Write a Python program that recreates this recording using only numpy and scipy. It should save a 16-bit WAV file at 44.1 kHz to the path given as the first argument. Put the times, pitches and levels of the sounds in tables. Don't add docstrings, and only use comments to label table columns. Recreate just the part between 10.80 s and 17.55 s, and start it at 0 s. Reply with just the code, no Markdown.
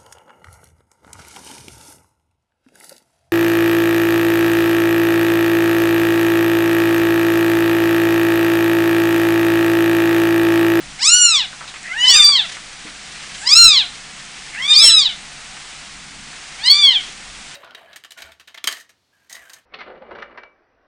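import sys
import numpy as np
from scipy import signal
from scipy.fft import rfft, irfft, next_fast_len
from scipy.io import wavfile
from scipy.ndimage import uniform_filter1d, map_coordinates

SR = 44100
rng = np.random.default_rng(int(sys.argv[2]) if len(sys.argv) > 2 else 0)


def master(y):
    cut = np.clip(np.atleast_2d(y).T, -1, 1)
    pcm = np.round(cut * 32767)
    wavfile.write(sys.argv[1], SR, pcm.astype(np.int16))


def linear_from_db(decibels):
    return 10 ** (np.asarray(decibels, float) / 20)


N = 297675

# (time [s], pitch [Hz], effort [dB], mouth opening [0-1])
CRAWLER_MEW_1 = [(0.185, 652, -43, 0.87), (0.237, 1053, -26.5, 0.65), (0.267, 1230.0, -20, 0.79),
                 (0.309, 1405, -21, 1), (0.369, 1471, -17, 1.02), (0.453, 1428, -19.5, 1),
                 (0.511, 1336.0, -22.5, 0.58), (0.575, 1113.0, -21.5, 0.2), (0.67, 649, -39.5, 0.4)]
CRAWLER_MEW_2 = [(1.215, 702.6, -44.5, 0.83), (1.306, 1118, -17, 0.81), (1.371, 1237, -16.5, 0.75),
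                 (1.407, 1193, -20.5, 0.3), (1.459, 1161.0, -15.5, 0.66), (1.5, 1179, -24, 0.63),
                 (1.558, 1069, -22.5, 0.2), (1.6, 880, -29.5, 0.24), (1.668, 604, -36, 0.39)]
CRAWLER_MEW_3 = [(2.605, 712, -58, 0.64), (2.686, 1045, -24, 0.77), (2.742, 1283, -18.5, 0.73),
                 (2.789, 1400, -12, 0.76), (2.859, 1351, -13, 0.59), (2.935, 1177.0, -21, 0.32),
                 (2.981, 1009, -20.5, 0.33), (3.037, 730, -34.5, 0.18), (3.066, 678, -42, 0.23)]
CRAWLER_MEW_4 = [(3.891, 787.7, -43, 0.23), (3.946, 1050, -27.5, 0.64), (3.994, 1265, -18.5, 0.6),
                 (4.05, 1355, -15.5, 0.72), (4.128, 1321, -18, 0.57), (4.186, 1257, -21, 0.42),
                 (4.252, 1022, -28, 0.38), (4.297, 753, -31, 0.26), (4.346, 671, -46, 0.3)]
CRAWLER_MEW_5 = [(5.78, 702, -45, 0.43), (5.863, 990, -19.5, 0.6), (5.915, 1121, -20, 0.53),
                 (5.949, 1169, -21.5, 0.56), (6.008, 1188, -19.2, 0.48), (6.061, 1102, -20, 0.015),
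                 (6.119, 1011.0, -22.5, 0.12), (6.168, 793, -26.5, 0.12), (6.225, 691, -39.5, 0.25)]
CRAWLER_MEWS = [CRAWLER_MEW_1, CRAWLER_MEW_2, CRAWLER_MEW_3, CRAWLER_MEW_4, CRAWLER_MEW_5]
# (time [s], pitch [Hz], effort [dB], mouth opening [0-1, below 0 is tighter])
LYING_MEW_1 = [(1.08, 653, -37, .02), (1.118, 685, -30.5, .03), (1.18, 942, -29, 0),
               (1.254, 1020, -20.5, 0), (1.302, 998, -20.5, .03), (1.352, 909, -30, -.1),
               (1.374, 802, -26.5, -.25), (1.41, 696, -26.5, -.35), (1.45, 570, -35, -.4)]
LYING_MEW_2 = [(3.742, 664, -42, -0.23), (3.802, 1004, -26.5, -0.13), (3.837, 1092, -30, 0.097),
               (3.881, 1200, -21.5, 0.16), (3.908, 1224, -18, 0.29), (4.008, 1190, -22.5, 0.23),
               (4.067, 1049, -16.5, 0.2), (4.101, 920, -15, 0.21), (4.14, 731, -45, 0.078)]
LYING_MEWS = [LYING_MEW_1, LYING_MEW_2]
# (frequency [Hz], level [dB])
CRAWLER_THROAT = [(2500, -2.5), (4000, 2), (5300, -2), (6200, -12), (7200, -6.5), (8500, -9), (9500, -24.5),
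                  (11000, -14)]
LYING_THROAT = [(2500, -7.5), (4000, -16), (5300, 1.9), (6200, -9), (7200, -7), (8500, -9), (9500, -7.5),
                (11000, -36)]
# (time [s], muffling before [dB], mouth ring [dB], top overtones [dB], low partials [dB])
MOUTH_OPENS = [
    (.215, -6.5, 10.5, 11, 0.5),
    (1.25, -5, 15, 3.5, -0.5),
    (2.668, -5, 13.5, 4, 0.5),
    (3.925, -5, 18, 6, -4.5),
    (5.838, -11.5, 10.5, -4, -3.5),
    (1.175, -20, 18.5, -6.5, -4),
    (3.82, -20.5, 20, -2, -3.5),
]
# (start [s], fundamental [dB])
CHEST_FACING = [
    (.19, 2),
    (1.08, 5.5),
    (1.22, 2.5),
    (2.6, 2),
    (3.74, 0),
    (3.89, -3),
    (5.78, -1.5),
]
# (time [s], change [dB])
VOICE_CATCHES = [(.315, -4), (1.335, -4.5), (1.421, -1.5), (1.546, -8), (1.583, 0.5), (2.684, -11),
                 (2.747, -12.5), (2.901, -2.5), (3.874, -14), (3.934, 0.5), (3.972, -5.5), (4.244, -13),
                 (4.287, -14), (5.894, -12), (6.104, -10), (6.15, 4)]
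# (time [s], level [dB])
BREATH_SURGES = [(.285, 2), (.343, 2), (2.674, 3), (2.735, 2), (3.915, 2), (4.19, 2.5), (5.908, 3.5),
                 (6.045, 1)]
# (start [s], end [s], level [dB], pitch [Hz])
HOARSE_STARTS = [
    (1.02, 1.1, -31, 1870),
    (3.72, 3.77, -31, 1930),
    (2.56, 2.66, -35.5, 7300),
]
# (time [s], peak [dB], pitch [Hz], time to
# fall 60 dB [s])
PAPER_CONTACTS = [(0.809, -40, 1390, 0.21), (0.878, -40, 3970, 0.14), (0.94, -40, 2320, 0.097),
                  (0.96, -41, 2220, 0.1), (1.769, -38.5, 1740, 0.074), (2.069, -45, 2400, 0.22),
                  (4.768, -45, 2160, 0.08), (5.529, -48, 1910, 0.2), (6.711, -46, 3300, 0.18),
                  (1.492, -33, 1100, .05),
    (.73, -43, 1500, .05),
    (2.05, -48, 300, .2),
    (1.03, -45, 7500, .03),
]
# (time [s], level [dB], rise [s], fade [s])
BODY_SHIFTS = [
    (1.74, -32, 0.087, 0.021),
    (2.502, -36, 0.5, 1),
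    (3.7, -46.5, 0.34, 0.79),
    (6.25, -34.5, 0.41, 0.12),
]
# (frequency [Hz], level [dB per Hz])
PAPER_COLOUR = [(400, -26.5), (1000, -28.5), (2000, -16.5), (3500, -19), (6000, -22.5), (10000, -31.5)]
# (frequency [Hz], time to fall 60 dB [s])
ROOM_RING = [(500, .25), (2000, .3), (4000, .29), (9000, .2)]
# (frequency [Hz], level [dB per Hz])
HISS_COLOUR = [(180, -36), (300, -12), (647, -8.5), (719, -1.5), (901, -6.5), (1270, -3), (2030, -0.5),
               (8020, -7), (10000, -13), (10500, -14), (11000, -87), (14300, -103), (22000, -120)]
# (frequency [Hz], level [dB per Hz])
RUMBLE_COLOUR = [(8.8, -52), (15, 5), (32, -4), (48, 1), (61, -11.5), (76, -6.5), (113, -19.5), (129, -6),
                 (145, 0.5), (167, -11), (188, -3.5), (291, -11), (350, -17.5), (460, -69), (770, -120)]
# (time [s], level over the steady rumble [dB])
LOW_SWELLS = [(0, 7), (.48, -0.5), (1.4, 3), (2.83, 3.5), (4.1, 3.5), (5.38, 3), (6.5, 1)]

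SHUT_HZ, MOUTH_WIDTH = 3000, .1
UPPER_WIDTH = 0.022
NOSE_HZ, NOSE_DB = 2040, 13
ROLL_OFF_DB = 0.77
TOP_GROWS = 0.4
SAG_GROWS = .7
LOW_GROWS, LOW_DB_PER_OCTAVE = 0.13, 20.5
FIRST_GROWS, FIRST_DB_PER_OCTAVE, FIRST_HZ = 0.067, 18.5, 1382
CATCH_S, SURGE_S, SWELL_S = 0.0028, .009, .06
HISS_DB, RUMBLE_DB, RUMBLE_SWAY_DB = -35, -48.5, 1
TOP_HZ = 10270


def unit(x):
    return x / np.sqrt(np.mean(x ** 2) + 1e-20)


def along(points, hz):
    f, v = np.transpose(points)
    return np.interp(np.log(hz + 1), np.log(f + 1), v)


def wobble(rate, n=N):
    knots = rng.standard_normal(int(n * rate / SR) + 4)
    return map_coordinates(knots, [np.arange(n) * rate / SR])


def filtered(x, response):
    m = next_fast_len(len(x) + 8192)
    return irfft(rfft(x, m) * response(np.fft.rfftfreq(m, 1 / SR)), m)[:len(x)]


def noise(spectrum, n=N):
    return unit(filtered(rng.standard_normal(n), lambda hz: linear_from_db(along(spectrum, hz))))


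def ring(hz, centre, width):
    return 1 / (1 + (np.log(hz / centre) / width) ** 2)


def dents(rows, width_s):
    t = np.arange(N) / SR
    return linear_from_db(sum(db * np.exp(-.5 * ((t - s) / width_s) ** 2) for s, db in rows))


def mew(rows, throat, first_db, second_db, comb_db, sag_db, breath_db, echo_db, upper_ratio, upper_db):
    s, pitch, effort_db, opening = np.transpose(rows)
    t = np.arange(round(s[0] * SR), round(s[-1] * SR)) / SR
    glide = uniform_filter1d(np.interp(t, s, pitch), size=900)
    hz = glide * (1 + 0.0018 * wobble(59.4, len(t)))
    phase = 2 * np.pi * np.cumsum(hz) / SR
    drive = np.interp(t, s, effort_db)
    mouth_hz = SHUT_HZ * 2 ** np.interp(t, s, opening)
    nearest_open = min(MOUTH_OPENS, key=lambda row: abs(row[0] - s[0] - .05))
    opens, muffle_db, ring_db, top_db, low_db = nearest_open
    shut = .5 * (1 - np.tanh((t - opens) / 0.002))

    chest_db = min(CHEST_FACING, key=lambda row: abs(row[0] - s[0]))[1]
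    first_lift = FIRST_GROWS * (drive + 20) + FIRST_DB_PER_OCTAVE * np.log2(hz / FIRST_HZ)
    low = low_db + LOW_GROWS * (drive + 24) + LOW_DB_PER_OCTAVE * np.log2(hz / pitch.max())
    second_nose = shut * NOSE_DB * 0.67 * ring(2 * hz, NOSE_HZ, 0.086)
    db = {1: first_db + chest_db + first_lift, 2: second_db + low + second_nose}
    for k in range(3, 12):
        mouth = ring_db * ring(k * hz, mouth_hz, MOUTH_WIDTH)
        mouth = mouth + upper_db * ring(k * hz, upper_ratio * mouth_hz, UPPER_WIDTH)
        nose = ring(k * hz, NOSE_HZ, 0.17)
        mouth = mouth + shut * (NOSE_DB * nose + muffle_db * (1 - nose))
        top = (top_db + TOP_GROWS * (drive + 18)) * (k > 4)
        db[k] = drive - ROLL_OFF_DB * (k - 3) + mouth + along(throat, k * hz) + top

    sag = sag_db * (1 - hz / np.maximum.accumulate(hz))
    comb = rng.standard_normal(SR // 200)
    tone = 0
    for k in range(2, 12):
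        notch = comb_db * np.minimum(map_coordinates(comb, [k * hz / 170]), .8)
        level = db[k] + notch * max(k, 3.5) / 3.07 + sag * max(k - 4, 0) ** SAG_GROWS
        tone = tone + linear_from_db(level) * np.sin(k * phase + 2 * np.pi * rng.random())

    effort = np.sqrt(sum(linear_from_db(v) ** 2 for v in db.values()))
    puffs = 1 + np.cos(phase)
    air = linear_from_db(breath_db) * effort * puffs * noise([(900, -60.5)] + throat, len(t))
    edges = signal.windows.tukey(len(t), .05)
    cry = echoes((np.sqrt(2) * tone + air) * edges, echo_db)
    cry[:len(t)] += np.sqrt(2) * linear_from_db(db[1]) * np.sin(phase) * edges
    return cry


def echoes(x, share_db, count=9):
    kernel = np.zeros(round(.025 * SR))
    where, size = rng.random((2, count))
    kernel[(where * len(kernel)).astype(int)] = linear_from_db(share_db - 11 * where) * (2 * size - 1)
    kernel[0] = 1
    return signal.fftconvolve(x, kernel / np.linalg.norm(kernel))


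def kitten(mews, **voice):
    out = np.zeros(N)
    for rows in mews:
        cry = mew(rows, **voice)
        out[round(rows[0][0] * SR):][:len(cry)] += cry
    return out


def hoarse():
    out = np.zeros(N)
    for start, end, db, hz in HOARSE_STARTS:
        n = round((end - start) * SR)
        swell = np.linspace(0, 1, n) ** 0.55 * signal.windows.tukey(n, .15)
        rush = noise([(hz / 1.46, -30), (hz, 0), (hz * 2.0, -30)], n)
        out[round(start * SR):][:n] += linear_from_db(db) * swell * rush
    return out


def paws():
    out, t = np.zeros(N + SR), np.arange(SR // 4) / SR
    for s, db, hz, t60 in PAPER_CONTACTS:
        colour = [(hz / 13.0, -25), (hz, 0), (hz * 2.6, -22), (SR / 2, -45)]
        puff = noise(colour, len(t)) * linear_from_db(-60 * t / t60)
        tick = 5.0 * np.sin(2 * np.pi * hz * t) * linear_from_db(-60 * t / 0.0057)
        out[round(s * SR):][:len(t)] += linear_from_db(db + 4) * (1.57 * puff + tick)
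    return out[:N]


def scuff():
    t = np.arange(N) / SR
    drag = np.zeros(N)
    for s, db, rise, fade in BODY_SHIFTS:
        drag += linear_from_db(db) * np.exp(-np.abs(t - s) / np.where(t < s, rise, fade))
    clumps = unit(linear_from_db(1.2 * wobble(12) + 3 * wobble(90)))
    return drag * clumps * noise(PAPER_COLOUR)


def room(x):
    out, hop = np.zeros(N + SR), 13230
    for start in range(0, N, hop):
        hz, t, z = signal.stft(rng.standard_normal(SR // 2), SR, nperseg=256)
        fade = linear_from_db(-60 * t / along(ROOM_RING, hz)[:, None])
        tail = signal.istft(z * fade, SR, nperseg=256)[1]
        wet = signal.fftconvolve(x[start:start + hop], tail / np.linalg.norm(tail))
        out[start + 150:][:len(wet)] += wet
    return out[:N]


def microphone_hiss():
    return linear_from_db(HISS_DB - 2.0 + 0.52 * wobble(3.02)) * noise(HISS_COLOUR)


def distant_rumble():
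    sway = linear_from_db(RUMBLE_DB + RUMBLE_SWAY_DB * wobble(1.7))
    return sway * dents(LOW_SWELLS, SWELL_S) * noise(RUMBLE_COLOUR)


def scene():
    cries = kitten(CRAWLER_MEWS, throat=CRAWLER_THROAT, first_db=-30, second_db=-21.5, breath_db=-32.5,
                   echo_db=-11.5, upper_ratio=1.787, upper_db=3, comb_db=3.1, sag_db=-24)
    cries += kitten(LYING_MEWS, throat=LYING_THROAT, first_db=-35.5, second_db=-19.5, breath_db=-31,
                    echo_db=-8, upper_ratio=2.27, upper_db=15.5, comb_db=2.2, sag_db=-60)
    cries *= dents(VOICE_CATCHES, CATCH_S) * dents(BREATH_SURGES, SURGE_S)
    near = cries + paws() + hoarse()
    mix = near + linear_from_db(-11.0) * room(near) + scuff() + microphone_hiss() + distant_rumble()
    return mix[None]


def thinned(x, under_db, slope, quiet_db, scatter_db, grain_db):
    hz, t, z = signal.stft(x, SR, nperseg=2048)
    band = np.floor(19 * np.log(1 + hz / 2000) + np.maximum(hz - 8800, 0) / 300).astype(int)
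    power = np.abs(z) ** 2
    level = np.array([power[band == b].mean(axis=0) for b in range(band[-1] + 1)])
    bar = np.maximum(linear_from_db(2 * under_db) * power.sum(axis=0) ** slope, linear_from_db(2 * quiet_db))
    keep = level > bar * linear_from_db(2 * scatter_db * rng.standard_normal(level.shape))
    keep[:2] = True
    turns = np.exp(2j * np.pi * rng.random(z.shape))
    grain = linear_from_db(grain_db) * np.sqrt(level[band]) * turns
    return signal.istft((z + grain) * keep[band], SR, nperseg=2048)[1][:N]


def band_limit(x):
    return signal.sosfilt(signal.butter(12, 15630, fs=SR, output="sos"), x)


def record(dry):
    squeezed = dry[0] / (1 + np.abs((dry[0] + 0.046) / 1.184) ** 5) ** (1 / 5)
    narrow = filtered(squeezed, lambda hz: 1 / (1 + (hz / TOP_HZ) ** 40))
    thin = thinned(narrow, under_db=-61.5, slope=0.48, quiet_db=-82, scatter_db=1.2, grain_db=-17)
    clipped = np.clip(thin, -1.01, 1.01)
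    return band_limit(clipped[None])


dry = scene()
out = record(dry)
master(out)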